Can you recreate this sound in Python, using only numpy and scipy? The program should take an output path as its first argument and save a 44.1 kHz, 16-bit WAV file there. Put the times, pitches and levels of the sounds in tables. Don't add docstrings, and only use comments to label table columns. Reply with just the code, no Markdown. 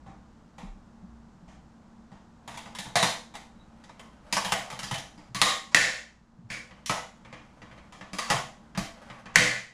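import sys
import numpy as np
from scipy import signal
from scipy.fft import rfft, irfft
from scipy.io import wavfile

SR = 44100
rng = np.random.default_rng(int(sys.argv[2]) if len(sys.argv) > 2 else 0)


def file_out(sig):
    cols = np.atleast_2d(sig).T
    lim = np.clip(cols, -1, 1)
    pcm = np.round(lim * 32767).astype(np.int16)
    wavfile.write(sys.argv[1], SR, pcm)


N = 429093

# t/s, level/dB, hardness/dB (bare steel high, cushioned low),
# weight/dB (how much reaches the pot), direct sound over room/dB, lid f/Hz, wire f/Hz, lever f/Hz
KNOCKS = [(0.062, -51.5, -18, 2.5, -11, 773, 1660, 3800), (0.582, -49, -9, -4.5, -5, 856, 2380, 3580),
          (1.478, -60, -6, -1, -17, 800, 1790, 3080), (2.117, -56, -12.5, 6, -5, 860, 1600, 2900),
          (2.4772, -45, -5, -6, -1.5, 920, 1700, 3640), (2.5424, -52.5, -2.5, -1.5, -2, 905, 1930, 3580),
          (2.5739, -45.5, -2.5, -21, 2, 920, 2280, 3370), (2.658, -49, -8.5, -4, -2, 866, 2040, 3100),
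          (2.7501, -47.5, 0.5, -27, 0, 940, 2020, 3560), (2.7868, -47, 7, 2, 0, 830, 1800, 3650),
          (2.853, -49, -14, 3, -10.5, 882, 1970, 3800), (2.9556, -24.5, -2.5, -12, -2.5, 720, 1940, 4000),
          (3.0275, -27, 0.5, -4, 0.5, 910, 1940, 3780), (3.3399, -48, -6.5, -12, -5.5, 845, 2050, 3700),
          (3.353, -48.5, -1, -10, 4.5, 818, 2020, 3750), (3.839, -60.5, 0.5, -8, 1, 875, 1910, 3870),
          (3.8939, -52, -11, -24, 7, 920, 2140, 3820), (3.9952, -52.5, -2.5, -12, 3, 1030, 1900, 2950),
          (4.3258, -36, 6.5, -5, -1, 940, 2570, 4970), (4.3675, -28.5, -6, -13, 6, 976, 1500, 5470),
          (4.4479, -37.5, 1.5, -3, -1, 900, 1690, 2920), (4.521, -29, -1.5, -10, 4.5, 752, 1970, 2980),
          (4.7018, -43.5, -3.5, -17, -0.5, 875, 2060, 3770),
          (4.7261, -46.5, -5.5, -0.5, 6, 1180, 2110, 4200), (4.7913, -46, 4, -8.5, 2.5, 1325, 1920, 2920),
          (4.8316, -46.5, 6, 1, 0, 820, 1670, 4940), (4.9115, -37, -2, -6.5, -1, 825, 1900, 3130),
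          (4.9425, -46.5, 4, -8.5, 7, 650, 2480, 3880), (4.982, -59.5, 13, -1.5, 4, 890, 1910, 5700),
          (5.177, -58, -4, 8.5, -4, 880, 2180, 5000), (5.347, -38.5, 1.5, -1.5, -2, 1080, 2110, 4200),
          (5.416, -20, 3, -11, -1.5, 1197, 1980, 3726), (6.8599, -54, 18, -25, -2.5, 1180, 2100, 5700),
          (6.8952, -27, -5.5, -6.5, 0.5, 910, 2125, 3490),
          (7.9234, -52.5, -4.5, -13, -2.5, 1170, 1860, 3250), (8.1323, -45, -0.5, 4.5, 0, 1080, 2300, 4810),
          (8.1854, -34.5, -1.5, -22, 1, 1150, 1680, 4670), (8.3014, -26, -3.5, -9, 1.5, 800, 1940, 3130),
          (8.7753, -37.5, -1.5, 7.5, 0.5, 715, 2120, 4700)]
def knock(row, soft_db=-51.5, palm_from_s=6.3, fingertip_db=-15):
    s, db, hard_db, weight_db, direct_db, lid_hz, wire_hz, lever_hz = row
    wire_db = -2.5 + 0.58 * hard_db
    softness_db = max(soft_db - db - hard_db, 0)
    edge_db = hard_db - 12 - 0.8 * softness_db
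    levels_db = db + np.array([weight_db, 0, wire_db, hard_db, edge_db])
    damped = s > palm_from_s and weight_db > fingertip_db
    return s, blow(levels_db, lid_hz, wire_hz, lever_hz, direct_db, freedom=0.74 if damped else 1.25)


# t/s, level/dB, weight/dB, wire f/Hz
SNAPS = [(5.7464, -16.5, -7.5, 1850), (6.5017, -46.5, 3.5, 2300), (9.3578, -16, 2, 2020)]
def snap(row):
    s, db, weight_db, wire_hz = row
    levels_db = db + np.array([weight_db, 0, 11.5, 6, -8.5])
    return s, blow(levels_db, lid_hz=524, wire_hz=wire_hz, lever_hz=4500,
                   direct_db=-8.5, freedom=0.73, wire_lift=11.5)


# t/s, level/dB, wire f/Hz
NUDGES = [(6.7091, -54.5, 2100), (7.249, -56, 2300), (7.3271, -49.5, 2280), (7.618, -53.5, 2330),
          (7.7123, -57.5, 2420), (7.778, -59, 2170), (8.0104, -49, 1800), (8.7495, -48, 2170),
          (9.1, -49.5, 1790), (9.2572, -50, 1980)]
# level/dB for pot, lid, wire, lever, edge
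NUDGE_SHARES = [0, 0, -1, -4, -14]
def nudge(row, top_hz=4850):
    s, db, wire_hz = row
    sound = blow(db + np.array(NUDGE_SHARES), lid_hz=1090, wire_hz=wire_hz, lever_hz=2970,
                 direct_db=1, freedom=0.49)
    return s, signal.lfilter(*signal.butter(2, top_hz, fs=SR), sound)


# f/Hz, relative level/dB
POT = [(20, -2.5), (85, -10.5), (120, -4.5), (195, 2.5), (260, -11.5), (305, -5), (370, -24.5),
       (600, -44.5), (3000, -100)]
LID = [(250, -33.5), (380, -10), (490, -4.5), (750, -1.5), (1200, 0.5), (1450, -8.5), (2200, -45.5),
       (9000, -89.5)]
WIRE = [(300, -60), (900, -38.5), (1400, -4), (1900, 3), (2500, -1.5), (3000, -15), (5000, -46),
        (14000, -82)]
LEVER = [(400, -73), (1700, -37.5), (2700, -3.5), (4500, -3.5), (7000, -2.5), (8700, -12), (11000, -29.5),
         (16000, -65.5)]
EDGE = [(1500, -51), (6000, -33.5), (8700, -12), (10000, 2), (11500, -11), (14000, -14), (15500, -30)]
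# f/Hz, width/Hz, average boost/dB
SHARED_RINGS = [(122.9, 11, 9), (194.2, 86, 7), (300.6, 11, 5.5), (498.7, 15, 8), (585, 10, 3),
                (630, 12, 6), (669.6, 23, 7.5), (718, 12, 6), (782, 14, 8), (1090, 7.4, 6.5),
                (1148, 18, 4.5), (1477, 34, 6), (1750, 31, 5), (1973, 34, -0.5), (2071, 59, 2.5),
                (2350, 120, 1), (3140, 140, 4.5), (3465, 28, 5.5), (3850, 62, 5), (4900, 300, 1)]
def blow(levels_db, lid_hz, wire_hz, lever_hz, direct_db, freedom, wire_lift=5.0, size=32768):
    hz = np.fft.rfftfreq(size, 1 / SR)
    rings_db = sum(boost * (.5 + rng.random()) * bump(hz, f, width) for f, width, boost in SHARED_RINGS)
    rings_db += contact_overtones(hz)
    colours_db = [read(POT, hz),
                  read(LID, hz) + freedom * 9 * bump(hz, lid_hz, width_hz=170),
                  read(WIRE, hz) + freedom * wire_lift * bump(hz, wire_hz, width_hz=360),
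                  read(LEVER, hz) + freedom * 5.5 * bump(hz, lever_hz, width_hz=700),
                  read(EDGE, hz)]
    hit_in_room = kitchen(direct_db)
    attack = round(.04 * SR)
    sound = np.zeros(size)
    for level_db, colour_db in zip(levels_db, colours_db):
        part = irfft(hit_in_room * ringing_filter(colour_db + rings_db))
        sound += gain_of(level_db) * part / rms(part[:attack])
    return sound


def contact_overtones(hz, count=40, boost_db=5):
    place, strength = rng.random((2, count))
    centres_hz = 1000 * 14 ** place
    return sum(boost_db * k ** 2 * bump(hz, f, width_hz=0.025 * f) for f, k in zip(centres_hz, strength))


# t/s, level/dB, f/Hz
THUDS = [(0.635, -34.5, 191), (0.64, -38.5, 36), (1.03, -41.5, 185), (1.085, -52, 63), (1.429, -49, 177),
         (4.46, -52, 66.4), (4.913, -29, 132), (5.298, -45.5, 126), (6.39, -39.5, 167), (6.43, -39, 116),
         (8.339, -29.5, 130), (9.372, -17, 120), (5.752, -22.5, 178)]
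def thud(row, size=32768, sharpness=7.2, boost_db=1):
    s, db, pitch_hz = row
    hz = np.fft.rfftfreq(size, 1 / SR)
    low_note = 1 / (1 + 1j * sharpness / 2 * (hz / pitch_hz - pitch_hz / (hz + 1)))
    sound = irfft(kitchen(direct_db=3.2) * low_note ** 2)
    return s - .005, gain_of(db + boost_db) * sound / abs(sound).max()


# t/s, level/dB, length/s
SLIDES = [(4.29, -55, 0.055), (5.71, -48, 0.017), (6.485, -58, 0.016), (8.265, -34.5, 0.059),
          (9.335, -44, .023)]
def slide(row, size=32768, slips_per_s=1500, wire_db=-5, lever_db=-10):
    s, db, length = row
    hz, t = np.fft.rfftfreq(size, 1 / SR), np.arange(size) / SR
    slips = rng.standard_normal(size) * (rng.random(size) < slips_per_s / SR)
    pressure = (t < length) * t / length
    colour = gain_of(read(LID, hz)) + gain_of(read(WIRE, hz) + wire_db)
    colour += gain_of(read(LEVER, hz) + lever_db)
    sound = irfft(rfft(slips * pressure) * kitchen(direct_db=0) * ringing_filter(20 * np.log10(colour)))
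    return s, gain_of(db) * sound / rms(sound[t < 2 * length])


# t/s, level/dB
RUBBING = [(2.3, -101), (2.5, -58), (2.9, -66), (3.0, -73), (3.701, -69), (3.85, -62), (4.2, -66.5),
           (4.351, -49), (5.2, -61), (5.499, -76), (6.502, -84.5), (6.7, -57), (7.2, -66.5), (7.701, -62.5),
           (8.651, -67.5), (9.198, -50), (9.4, -86)]
# f/Hz, relative level/dB
SKIN = [(200, -36.5), (500, 2.5), (900, 5.5), (1400, 2.5), (2200, -1.5), (3500, -9.5), (7000, -16.5),
        (10000, -22), (13000, -36), (16000, -57.5)]
def rubbing(slips_per_s=350, spread_db=4):
    strengths = rng.standard_normal(N) * gain_of(spread_db * rng.standard_normal(N))
    slips = strengths * (rng.random(N) < slips_per_s / SR)
    colour = gain_of(read(SKIN, np.fft.rfftfreq(N, 1 / SR)))
    skin_slips = irfft(rfft(slips) * colour, N)
    rustle = signal.oaconvolve(skin_slips, irfft(kitchen(direct_db=1.5)))[:N]
    level_db = np.interp(np.arange(N) / SR, *np.transpose(RUBBING))
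    return gain_of(level_db) * rustle / rms(rustle)


# t/s, level/dB, f/Hz
SQUEAKS = [(3.615, -68, 3880)]
def squeak(row, size=16384, swell_s=0.021, width_hz=300):
    s, db, pitch_hz = row
    hz, t = np.fft.rfftfreq(size, 1 / SR), (np.arange(size) - size / 2) / SR
    whistle = irfft(rfft(rng.standard_normal(size)) * bump(hz, pitch_hz, width_hz) ** 2)
    return s + t[0], gain_of(db) * whistle / rms(whistle) / np.cosh(t / swell_s)


# delay/s, gain
ECHOES = [(.0011, 0.1), (.0028, -0.55), (.0072, 0.6), (0.0127, -.45), (0.0169, 0.4)]
# f/Hz, time/s
RING_TIMES = [(50, 0.37), (130, 0.051), (250, 0.33), (500, 0.4), (1000, 0.36), (2000, 0.38), (4000, 0.38),
              (7000, 0.39), (10000, 0.33), (16000, 0.31)]
def kitchen(direct_db, size=32768, chatter_s=0.0063, chatter=0.24, build_s=0.0017):
    t = np.arange(size) / SR
    crack = chatter * rng.standard_normal(size) * np.exp(-t / chatter_s)
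    crack[0] = 1
    direct = crack.copy()
    for delay, gain in ECHOES:
        add(direct, delay, gain * crack)
    far_echoes = rng.standard_normal(size) * (rng.random(size) < .1 + 10 * t)
    hz, age, bands = signal.stft(far_echoes, SR, nperseg=256)
    fade = 1000. ** (-age / read(RING_TIMES, hz)[:, None])
    tail = signal.istft(bands * fade, SR)[1][:size] * (1 - np.exp(-t / build_s))
    return rfft(gain_of(direct_db) * direct / rms(direct) + tail / rms(tail))


# f/Hz, relative level/dB
HUM = [(20, -7.5), (60, -4), (95, -10), (150, -5.5), (215, -2.5), (260, -11), (305, -9), (365, -18.5),
       (600, -18.5), (880, -16.5), (1400, -22.5), (2400, -34.5), (7300, -38.5), (16000, -70.5)]
def hum(level_db=-55):
    colour = gain_of(read(HUM, np.fft.rfftfreq(N, 1 / SR)))
    noise = irfft(rfft(rng.standard_normal(N)) * colour, N)
    return gain_of(level_db) * noise / rms(noise)


# f/Hz, level/dB
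APPLIANCE_TONES = [(59.5, -64), (194, -67), (229, -60.5)]
def appliance(width_hz=5):
    hz = np.fft.rfftfreq(N, 1 / SR)
    peaks = sum(gain_of(db) * bump(hz, f, width_hz) ** 2 for f, db in APPLIANCE_TONES)
    sound = irfft(rfft(rng.standard_normal(N)) * peaks, N)
    total_gain = np.linalg.norm(gain_of([db for f, db in APPLIANCE_TONES]))
    return total_gain * sound / rms(sound)


def gain_of(db):
    return 10 ** (np.asarray(db) / 20)


def rms(x):
    return np.sqrt(np.mean(x ** 2) + 1e-20)


def read(points, hz):
    f, value = np.transpose(points)
    return np.interp(np.log(hz + 1), np.log(f + 1), value)


def bump(hz, centre_hz, width_hz):
    return 1 / (1 + (2 * (hz - centre_hz) / width_hz) ** 2)


def add(mix, s, sound):
    part = mix[max(round(s * SR), 0):][:len(sound)]
    part += sound[:len(part)]


def ringing_filter(db):
    cepstrum = irfft(db * np.log(10) / 20)
    half = len(cepstrum) // 2
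    cepstrum[1:half] *= 2
    cepstrum[half + 1:] = 0
    return np.exp(rfft(cepstrum))


def smooth(x, seconds):
    memory = np.exp(-1 / (seconds * SR))
    return signal.lfilter([1 - memory], [1, -memory], x)


def recover(over_db, db_per_s):
    fall = np.arange(N) * db_per_s / SR
    return np.maximum.accumulate(over_db + fall) - fall


def scene():
    mix = hum() + appliance() + rubbing()
    for table, source in ((KNOCKS, knock), (SNAPS, snap), (NUDGES, nudge),
                          (SLIDES, slide), (THUDS, thud), (SQUEAKS, squeak)):
        for row in table:
            add(mix, *source(row))
    return np.array([mix, mix])


def record(dry, threshold_db=-19, slow_share=0.43, slope=0.95, attack_s=0.0026, top_hz=15600):
    power_db = 10 * np.log10(smooth(dry[0] ** 2, seconds=0.0029) + 1e-12)
    over_db = slope * np.maximum(power_db - threshold_db, 0)
    dip_db = np.maximum(recover(over_db, db_per_s=55), recover(slow_share * over_db, db_per_s=5))
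    turned_down = dry * gain_of(-smooth(dip_db, attack_s))
    squashed = np.tanh(turned_down)
    low_pass = signal.firwin(255, top_hz, window=("kaiser", 9), fs=SR)
    return signal.oaconvolve(squashed, low_pass[None], "same")


dry = scene()
out = record(dry)
file_out(out)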